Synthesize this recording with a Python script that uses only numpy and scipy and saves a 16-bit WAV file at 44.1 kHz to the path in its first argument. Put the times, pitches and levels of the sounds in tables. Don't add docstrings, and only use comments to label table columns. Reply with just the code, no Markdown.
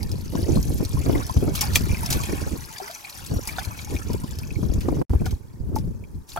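import sys
import numpy as np
from scipy import signal
from scipy.fft import rfft, irfft
from scipy.io import wavfile
from scipy.ndimage import uniform_filter1d

SR = 44100
rng = np.random.default_rng(int(sys.argv[2]) if len(sys.argv) > 2 else 0)


def put_to_file(sound):
    columns = np.atleast_2d(sound).T
    safe = np.clip(columns, -1, 1)
    whole_steps = np.round(safe * 32767)
    wavfile.write(sys.argv[1], SR, whole_steps.astype(np.int16))


N = 281799
TIME = np.arange(N) / SR


def gain_of(db):
    return 10 ** (np.asarray(db) / 20)


def summed(levels_db):
    return 10 * np.log10(sum(gain_of(db) ** 2 for db in levels_db))


def evened(x):
    return x / np.sqrt(np.mean(x ** 2) + 1e-20)


def steadied(x, seconds):
    size = max(int(seconds * SR), 8)
    power = uniform_filter1d(uniform_filter1d((x ** 2).mean(0), size), size)
    return x / np.sqrt(abs(power) + 1e-12)


def at_frequency(points, hz):
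    row_hz, value = np.transpose(points)
    return np.interp(np.log(hz + 1), np.log(row_hz + 1), value)


def curves(rows):
    times, *columns = np.transpose(rows)
    return [np.interp(TIME, times, column) for column in columns]


def swell(start, length, attack_s, release_s):
    ramps = np.minimum((TIME - start) / attack_s, (start + length - TIME) / release_s)
    return 20 * np.log10(np.clip(ramps, 1e-6, 1))


def wander(rate_hz):
    hz = np.fft.rfftfreq(N, 1 / SR)
    return evened(irfft(rfft(rng.standard_normal(N)) * np.exp(-(hz / rate_hz) ** 2), N))


def panned(sound, pan_db):
    return sound * gain_of(np.array([[pan_db], [-pan_db]]) / 2)


def add(mix, start, sound):
    part = mix[:, max(round(start * SR), 0):][:, :sound.shape[-1]]
    part += sound[..., :part.shape[1]]


def coloured(x, tone, size=8192):
    log_gain = np.log(gain_of(at_frequency(tone, abs(np.fft.fftfreq(size, 1 / SR)))))
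    taps = np.fft.ifft(np.exp(np.conj(signal.hilbert(log_gain)))).real[:size // 2]
    return signal.oaconvolve(x, taps[None] / np.linalg.norm(taps), axes=1)[:, :x.shape[1]]


def ring(hz, ring_s, rise=0., size=6000):
    age = np.arange(size) / SR / max(ring_s, 1 / 1000)
    turns = np.cumsum(hz * (1 + rise * np.minimum(age, 1))) / SR
    return np.sin(2 * np.pi * turns) * np.exp(-np.log(1000) * age)


def bubble_swarm(per_s, low_hz, high_hz, cycles, spread_db, width_db, scatter, size):
    count = int(per_s * N / SR)
    when, pitch, strength, life, side, path = rng.random((count, 6)).T[:, :, None]
    hz = low_hz * (high_hz / low_hz) ** pitch
    turns = hz * np.arange(size) / SR
    age = turns / (cycles * (.5 + life))
    strength_db = spread_db * np.minimum(-np.log(strength), 4)
    envelope = gain_of(strength_db) * hz * np.exp(-np.log(1000) * age) * (1 - np.exp(-2 * turns))
    phase = 2 * np.pi * turns * (1 + 0.05 * np.minimum(age, 1))
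    samples = ((when * N).astype(int) + np.arange(size)).ravel()
    channels = []
    for sign in 1, -1:
        notes = envelope * gain_of(sign * width_db * (side - .5))
        notes *= np.sin(phase + sign * scatter * (path - .5))
        channels.append(np.bincount(samples, notes.ravel(), N)[:N])
    return evened(np.array(channels))


# (time [s], spray level [dB], slosh level [dB])
STIRRING = [(0.0, -52, -52.5), (0.34, -50, -56), (0.5, -42.5, -50.5), (0.75, -44, -54.5),
            (0.99, -44.5, -49), (1.16, -45, -43), (1.37, -45, -51.5), (1.56, -51.5, -45),
            (1.71, -44, -44.5), (2.26, -42.5, -42.5), (2.6, -47, -48.5), (3.38, -46, -50),
            (3.58, -50.5, -46.5), (4.09, -50, -52), (4.72, -52.5, -58), (5.09, -55.5, -53),
            (5.41, -68, -69), (6.39, -70, -76)]
# (start [s], length [s], spray level [dB], slosh level [dB])
HAND_SCOOPS = [(0.308, 0.14, -46.5, -53), (1.074, 0.16, -66, -70), (1.526, 0.15, -37.5, -43),
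               (1.73, 0.061, -34, -45), (2, 0.21, -44, -47), (2.179, .26, -53.5, -45),
               (2.805, 0.114, -49.5, -43.5), (3.436, 0.094, -43, -48), (3.55, 0.12, -45, -52),
               (3.759, 0.082, -46, -54.5), (3.891, 0.12, -47.5, -48), (4.08, 0.084, -54, -51),
               (4.802, 0.082, -67, -52), (5.229, 0.071, -60, -51.5), (6.271, 0.11, -46.5, -58)]
# (frequency [Hz], level [dB])
SPRAY_TONE = [(1200, -16.5), (2400, -9.5), (3100, -6.5), (3700, -5), (4500, -2), (6200, -1), (8200, -8.5),
              (10000, -7), (12000, -3.5), (13500, -9), (16000, -9.5)]
# (frequency [Hz], level [dB])
SLOSH_TONE = [(300, -2.5), (650, -5), (950, 4), (1300, -1), (1650, 1), (2000, -4), (2400, 0.5), (3100, -11),
              (5000, -8.5)]


def water():
    stir_spray_db, stir_slosh_db = curves(STIRRING)
    spray_levels = [stir_spray_db + wander(22.3)]
    slosh_levels = [stir_slosh_db + 1.16 * wander(16.4)]
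    for start, length, spray_db, slosh_db in HAND_SCOOPS:
        swell_db = swell(start, length, attack_s=0.016, release_s=0.015)
        spray_levels.append(spray_db + swell_db)
        slosh_levels.append(slosh_db + swell_db)
    for falling_db in falling_water_levels():
        spray_levels.append(falling_db)
        slosh_levels.append(falling_db - 3.5)
    hiss = rng.standard_normal(N) + 0.48 * rng.standard_normal((2, N))
    mist = evened(hiss * gain_of(2 * wander(83)))
    droplets = bubble_swarm(per_s=2200, low_hz=2390, high_hz=12940, cycles=21,
                            spread_db=6.5, width_db=4.5, scatter=0.92, size=400)
    froth = bubble_swarm(per_s=1000, low_hz=489, high_hz=3415, cycles=27.3,
                         spread_db=2.5, width_db=5.5, scatter=1.7, size=1000)
    spray = steadied(coloured(droplets + gain_of(-4.5) * mist, SPRAY_TONE), 0.053)
    slosh = steadied(coloured(froth + gain_of(-2) * mist, SLOSH_TONE), 0.04)
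    return gain_of(summed(spray_levels) - 0.78) * spray + gain_of(summed(slosh_levels)) * slosh


# (frequency [Hz], lead [radians])
LEFT_LEAD = [(200, 0.23), (700, 1.03), (1200, 2.4), (1600, 3.1), (2250, 5.36), (2850, 7.5), (4200, 7.8),
             (4600, 6.8), (8000, 5.9)]


def tub(sound, echo_db, off_centre, echo_s=0.035, heave_hz=1.3, size=3000):
    t = np.arange(size) / SR
    heave = 2 * np.pi * heave_hz * TIME
    echoes = np.zeros((2, N))
    for weight in np.cos(heave), np.sin(heave):
        bounces = rng.standard_normal((2, size)) * (t > .001) * gain_of(-60 * t / echo_s)
        echoes += signal.oaconvolve(sound * weight, bounces / np.linalg.norm(bounces[0]), axes=1)[:, :N]
    lead = off_centre * at_frequency(LEFT_LEAD, np.fft.rfftfreq(N, 1 / SR))
    direct = irfft(rfft(sound) * np.exp(.5j * np.array([lead, -lead])), N)
    return panned(direct + gain_of(echo_db) * echoes, 1.6)


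# (frequency [Hz], level [dB])
GARDEN_TONE = [(30, -8.5), (150, -6), (400, -4), (650, -24), (900, -6), (1300, -18), (1750, -19),
               (3200, -41), (5500, -25), (9000, -27), (16000, -27)]


def garden_hush():
    return gain_of(-56.5) * evened(coloured(rng.standard_normal((2, N)), GARDEN_TONE))


def turbulence(tone, lump_hz, shared, steady_s, lump_db=4):
    own, common = rng.standard_normal((2, N)), rng.standard_normal(N)
    lumps = gain_of(lump_db * (wander(lump_hz) + np.array([wander(lump_hz), wander(lump_hz)])))
    noise = np.sqrt(1 - shared) * own + np.sqrt(shared) * common
    return steadied(coloured(noise * lumps, tone), steady_s)


# (time [s], rumble level [dB])
BREEZE_LEVELS = [(0, -29.5), (.27, -36), (.6, -30.5), (1.3, -33), (2.05, -31), (2.55, -34.5), (2.88, -64.5),
                 (3.11, -61), (3.2, -45), (3.55, -38.5), (3.8, -41.5), (4.05, -35), (4.4, -35.5),
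                 (4.95, -29), (5.5, -45.5), (5.85, -28), (6.27, -56.5), (6.39, -40)]
# (start [s], length [s], rumble level [dB], flutter level [dB])
WIND_GUSTS = [(0.105, 0.069, -28.5, -38.5), (0.317, 0.22, -28, -31.5), (0.479, 0.14, -23, -25.5),
              (0.654, 0.13, -28.5, -30.5), (0.784, 0.076, -35, -26), (0.927, .11, -25, -36),
              (1.043, 0.18, -25.5, -27), (1.348, 0.068, -22.5, -28), (1.409, 0.13, -28.5, -28),
              (1.658, 0.31, -27.5, -39), (2.103, 0.12, -28, -32.5), (2.286, 0.083, -33, -28.5),
              (2.399, .2, -32, -38), (3.287, 0.12, -33.5, -32), (3.896, 0.099, -29, -33.5),
              (4.067, .11, -27, -33.5), (4.55, 0.258, -28.5, -34.5), (4.837, 0.22, -37, -30),
              (5.098, 0.258, -28.5, -40.5), (5.593, 0.13, -32, -42.5), (5.712, 0.095, -28.5, -33.5),
              (6.112, 0.12, -35.5, -71)]
# (frequency [Hz], level [dB])
RUMBLE_TONE = [(12, -9), (28, -7), (50, -1), (75, 1.5), (130, -3.5), (220, -11), (400, -28), (900, -55.5),
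               (2500, -61)]
# (frequency [Hz], level [dB])
FLUTTER_TONE = [(60, -27.5), (180, -2.5), (300, 1.5), (450, -5), (700, -18), (1100, -36.5), (2000, -47.5),
                (5000, -58)]
# (frequency [Hz], level [dB])
CRACKLE_TONE = [(200, -16.5), (550, 7), (850, 2.5), (1300, -8), (2200, -27), (5000, -35)]


def wind():
    breeze_db = curves(BREEZE_LEVELS)[0] + 0.5 * wander(18)
    ragged_db = 2 * wander(28.2)
    rumble_levels = [breeze_db]
    flutter_levels = [breeze_db - 12 - 0.18 * (breeze_db - breeze_db.mean())]
    for start, length, gust_rumble_db, gust_flutter_db in WIND_GUSTS:
        swell_db = swell(start, length, attack_s=0.017, release_s=0.031)
        rumble_levels.append(gust_rumble_db + swell_db)
        flutter_levels.append(gust_flutter_db + swell_db)
    flutter_db = summed(flutter_levels) + ragged_db
    rumble = turbulence(RUMBLE_TONE, lump_hz=34.8, shared=0.13, steady_s=0.046)
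    flutter = turbulence(FLUTTER_TONE, lump_hz=79.5, shared=0.11, steady_s=0.053)
    crackle = turbulence(CRACKLE_TONE, lump_hz=120, shared=0.1, steady_s=0.05)
    return (gain_of(summed(rumble_levels) + 4) * rumble
            + gain_of(flutter_db + 1.5) * flutter
            + gain_of(1.425 * flutter_db - 8.5) * crackle)


def strays(level_db, per_s, low_hz, high_hz, spread_db=7.5, width_db=9.5):
    when, strength, pitch, side = rng.random((int(per_s * N / SR), 4)).T
    times = when * N / SR
    db = np.interp(times, TIME, level_db) + spread_db * (strength - .5)
    hz = low_hz * (high_hz / low_hz) ** pitch
    return list(zip(times, db, hz, width_db * (side - .5)))


# (time [s], level [dB], pitch [Hz], left over right [dB])
BIG_DROPS = [(0.03, -22, 4770, 0.5), (0.116, -25, 5070, 1.5), (0.5576, -23.5, 4130, -1),
             (0.85, -20, 4200, -1), (1.266, -23, 5930, -3), (1.367, -29.5, 6000, 0),
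             (2.0607, -15, 5430, -2), (2.782, -23, 4640, 2), (2.9116, -24, 4800, -2),
             (2.949, -23, 5950, -1), (3.0963, -25.5, 4200, 2), (3.175, -26, 5900, 2),
             (3.2625, -23.5, 7700, 4), (3.5926, -21.5, 3470, -2), (3.6493, -24, 4050, 1),
             (3.847, -24, 6370, 1), (3.9395, -30, 6150, -3), (4.132, -22, 5150, 0), (4.3093, -28, 7260, 3),
             (4.387, -21.5, 5200, 0), (4.7376, -26, 6750, 1), (5.786, -30, 4940, -2)]


def drops():
    out, t = np.zeros((2, N)), np.arange(1500) / SR
    spray_db, _ = curves(STIRRING)
    small_drops = strays(spray_db + 14, per_s=7, low_hz=3720, high_hz=7650)
    for start, db, hz, pan_db in BIG_DROPS + small_drops:
        tick = coloured(rng.standard_normal((1, len(t))) * np.exp(-t / 0.0031), SPRAY_TONE)[0]
        plink = ring(hz, ring_s=0.013, rise=0.092, size=len(t))
        add(out, start, panned(gain_of(db - 10) * tick + gain_of(db - 6) * plink, pan_db))
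    return out


# (time [s], level [dB], pitch [Hz], left over right [dB])
AIR_SWIRLS = [(0.351, -13, 191, 6), (0.569, -10.5, 187, 7), (0.584, -14, 51.3, -3), (0.699, -13.5, 129, 0),
              (0.804, -13.5, 167, 1), (1.06, -14.5, 163, 0), (1.094, -10, 347, 0), (1.154, -12, 300, 6),
              (1.364, -6.5, 96, 3), (1.476, -11.5, 218, 3.5), (1.9, -11, 78.5, -1.5), (2.292, -18, 230, -3),
              (3.314, -15.5, 112, 7), (3.36, -12, 71.5, -2), (3.669, -22, 74, 12), (4.239, -19.5, 182, 4.5),
              (4.384, -23, 92, 1), (4.627, -13.5, 157, 9), (4.694, -11, 61, 8), (4.777, -15.5, 59.7, 4),
              (4.884, -9.5, 330, 3), (4.968, -15, 130, -2), (5.014, -9, 274, -5), (5.101, -9.5, 61.4, -2),
              (5.132, -17.5, 353, -8.5), (5.149, -9, 63, 4.5), (5.215, -9.5, 160.5, -0.5),
              (5.326, -13, 56.5, 0.5)]


def wind_thumps():
    out, t = np.zeros((2, N)), np.arange(3000) / SR
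    delays = rng.uniform(0, 0.002, (len(AIR_SWIRLS), 2))
    for (start, db, hz, pan_db), delay in zip(AIR_SWIRLS, delays):
        turns = hz * np.maximum(t - delay[:, None], 0)
        swing = np.sin(2 * np.pi * turns) * turns * np.exp(-(turns / 0.79) ** 2)
        quick_db = 3.5 * np.log2(hz / 160)
        burst = rng.standard_normal((2, len(t))) * t * np.exp(-t / 0.003)
        crackle = gain_of(quick_db - 6) * coloured(burst[::-1], CRACKLE_TONE)
        puff = coloured(burst, FLUTTER_TONE) + crackle
        thump = gain_of(db - 1.5) * swing / abs(swing).max()
        thump += gain_of(db - 7 + quick_db) * puff / abs(puff).max()
        add(out, start, panned(thump, pan_db))
    return out


# (time [s], level [dB], rough pitch [Hz])
BIG_BUBBLES = [(0.373, -32.5, 1610), (0.971, -30, 1046), (1.129, -33.5, 3350), (1.203, -30, 1110),
               (1.296, -23, 1030), (1.63, -29, 854), (1.946, -24, 2460), (2.031, -29, 940),
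               (2.132, -37, 1040), (2.201, -26, 1120), (2.237, -28, 2440), (2.801, -29.5, 786),
               (2.816, -36, 395), (2.879, -33.5, 2030), (2.896, -39, 677), (3.048, -28.5, 2395),
               (3.49, -24, 2290), (3.709, -33, 990), (3.791, -32, 2300), (3.965, -27, 2400),
               (4.099, -33, 990), (4.236, -35.5, 1020), (4.434, -36, 2480), (4.506, -33.5, 2520),
               (4.558, -35, 2250), (4.812, -36, 2490), (6.039, -43, 2340)]


def bubbles():
    out, t = np.zeros((2, N)), np.arange(6000) / SR
    _, slosh_db = curves(STIRRING)
    small_bubbles = strays(slosh_db + 11, per_s=9, low_hz=825, high_hz=2730)
    centred_bubbles = [(*row, 0) for row in BIG_BUBBLES]
    for start, db, hz, pan_db in centred_bubbles + small_bubbles:
        plop = ring(hz * .97, ring_s=47 / hz, rise=0.25)
        plop *= 1 - np.exp(-t / 0.00026)
        splat = coloured(rng.standard_normal((1, len(t))) * np.exp(-t / 0.00073), SLOSH_TONE)[0]
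        add(out, start, panned(gain_of(db + 3) * (plop + .3 * splat), pan_db))
    return out


# (time [s], level [dB], brightness [dB per octave])
HAND_SLAPS = [(1.5508, -10, -0.5), (1.6087, -2, 1), (1.6631, -24, -8), (1.733, -17.5, -2), (1.7503, -7, 1),
              (2.1025, -5, 2), (2.1254, -6, -3), (2.2339, -17.5, -4), (3.474, -12, 2), (4.8063, -24, -4),
              (5.256, -18.5, -3.5), (5.307, -25, -4), (5.7555, -20.5, 4), (6.2892, -28, 0)]


def slaps(fade_s=0.054):
    out, t = np.zeros((2, N)), np.arange(8000) / SR
    for start, db, brightness in HAND_SLAPS:
        noise = rng.standard_normal(len(t)) + .5 * rng.standard_normal((2, len(t)))
        clumps = gain_of(3 * evened(uniform_filter1d(rng.standard_normal(len(t)), 50)))
        envelope = gain_of(db - 13 - 60 * t / fade_s) * (1 - np.exp(-t / 0.00096))
        burst = envelope * steadied(clumps * noise, 0.0015)
        sheet_tone = [(hz, level + brightness * np.log2(hz)) for hz, level in SPRAY_TONE]
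        splat = gain_of(0.1 * db - 17) * coloured(burst, SLOSH_TONE)
        add(out, start, coloured(burst, sheet_tone) + splat)
    return out


def falling_water_levels(fade_s=0.29):
    return [np.where(TIME > start, db - 28 - 60 * (TIME - start) / fade_s, -np.inf)
            for start, db, _ in HAND_SLAPS]


# (pitch [Hz], level [dB], ring time [s])
CLACK_NOTES = [(1776, -9, 0.014), (2400, -4.5, 0.034), (2770, -10, 0.019), (3300, -6, 0.026),
               (4720, -17, 0.015), (5640, -6.5, 0.0077), (6120, -5.5, 0.015), (7370, -7.5, 0.013)]


def plastic_clack(start=1.757, level_db=-5.5):
    out, t = np.zeros((2, N)), np.arange(6000) / SR
    notes = sum(gain_of(db) * ring(hz, ring_s) * (-1) ** k
                for k, (hz, db, ring_s) in enumerate(CLACK_NOTES))
    contact = rng.standard_normal(len(t)) * np.exp(-t / 0.008)
    add(out, start, gain_of(level_db) * (notes + gain_of(-8) * contact))
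    return out


# (time [s], pitch [Hz], level [dB])
WHISTLE_SHAPE = [(3.314, 5250, -55), (3.36, 5740, -53), (3.42, 5530, -65), (3.46, 5400, -54)]


def whistle():
    times, pitches, levels = np.transpose(WHISTLE_SHAPE)
    t = np.arange(times[0], times[-1], 1 / SR)
    hz = np.interp(t, times, pitches) * (1 + 0.013 * wander(200)[:len(t)])
    envelope = gain_of(np.interp(t, times, levels) + 9) * signal.windows.tukey(len(t), .5)
    out = np.zeros((2, N))
    add(out, times[0], envelope * np.sin(2 * np.pi * np.cumsum(hz) / SR))
    return out


# (time [s], level [dB], lowest pitch [Hz], brightness [dB per octave], ring time stretch [factor])
CUP_KNOCKS = [(3.584, -24.5, 776, 4.5, 0.83), (5.263, -31, 758, 3, 0.71), (5.762, -23, 875, -34.5, 1.16),
              (6.362, -22, 856, -16, 0.55), (6.373, -25, 708, 2.5, 1)]
# (pitch [times the lowest], level [dB], ring time [s])
CUP_NOTES = [(1, 2, .046), (1.169, -4, 0.031), (1.9, 1.5, 0.026), (2.2, -11, 0.056), (2.8, -17, 0.014),
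             (4.7, -10.5, 0.012), (6.3, -25.5, 0.069)]


def cup_knocks():
    out, t = np.zeros((2, N)), np.arange(6000) / SR
    attack = 1 - np.exp(-t / 0.00053)
    for start, db, hz, brightness, stretch in CUP_KNOCKS:
        knock = sum(gain_of(note_db + brightness * np.log2(ratio)) * ring(hz * ratio, ring_s * stretch)
                    for ratio, note_db, ring_s in CUP_NOTES)
        splat = coloured(rng.standard_normal((2, len(t))) * np.exp(-t / 0.0076), SLOSH_TONE)
        add(out, start, gain_of(db + 1) * (knock + gain_of(-15) * splat) * attack)
    return out


def scene():
    stirred = tub(water() + drops() + bubbles(), echo_db=-1.5, off_centre=1)
    slapped = tub(slaps(), echo_db=-2.5, off_centre=1)
    toys = tub(cup_knocks() + plastic_clack(), echo_db=-2.5, off_centre=0)
    return stirred + slapped + toys + wind() + wind_thumps() + garden_hush() + whistle()


# (time [s], level [dB])
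BRIEF_SILENCE = [(5.024, 0), (5.031, -20), (5.05, -28), (5.057, -70), (5.093, -70), (5.096, 0)]


def record(dry, click_at_s=5.096, click_db=-30, highest_hz=15900):
    heard = np.clip(dry * gain_of(curves(BRIEF_SILENCE)[0]), -1, 1)
    add(heard, click_at_s, gain_of(click_db) * np.exp(-np.arange(400) / 60))
    treble_cut = signal.firwin(401, highest_hz, window=("kaiser", 9), fs=SR)
    return signal.oaconvolve(heard, treble_cut[None], "same")


dry = scene()
out = record(dry)
put_to_file(out)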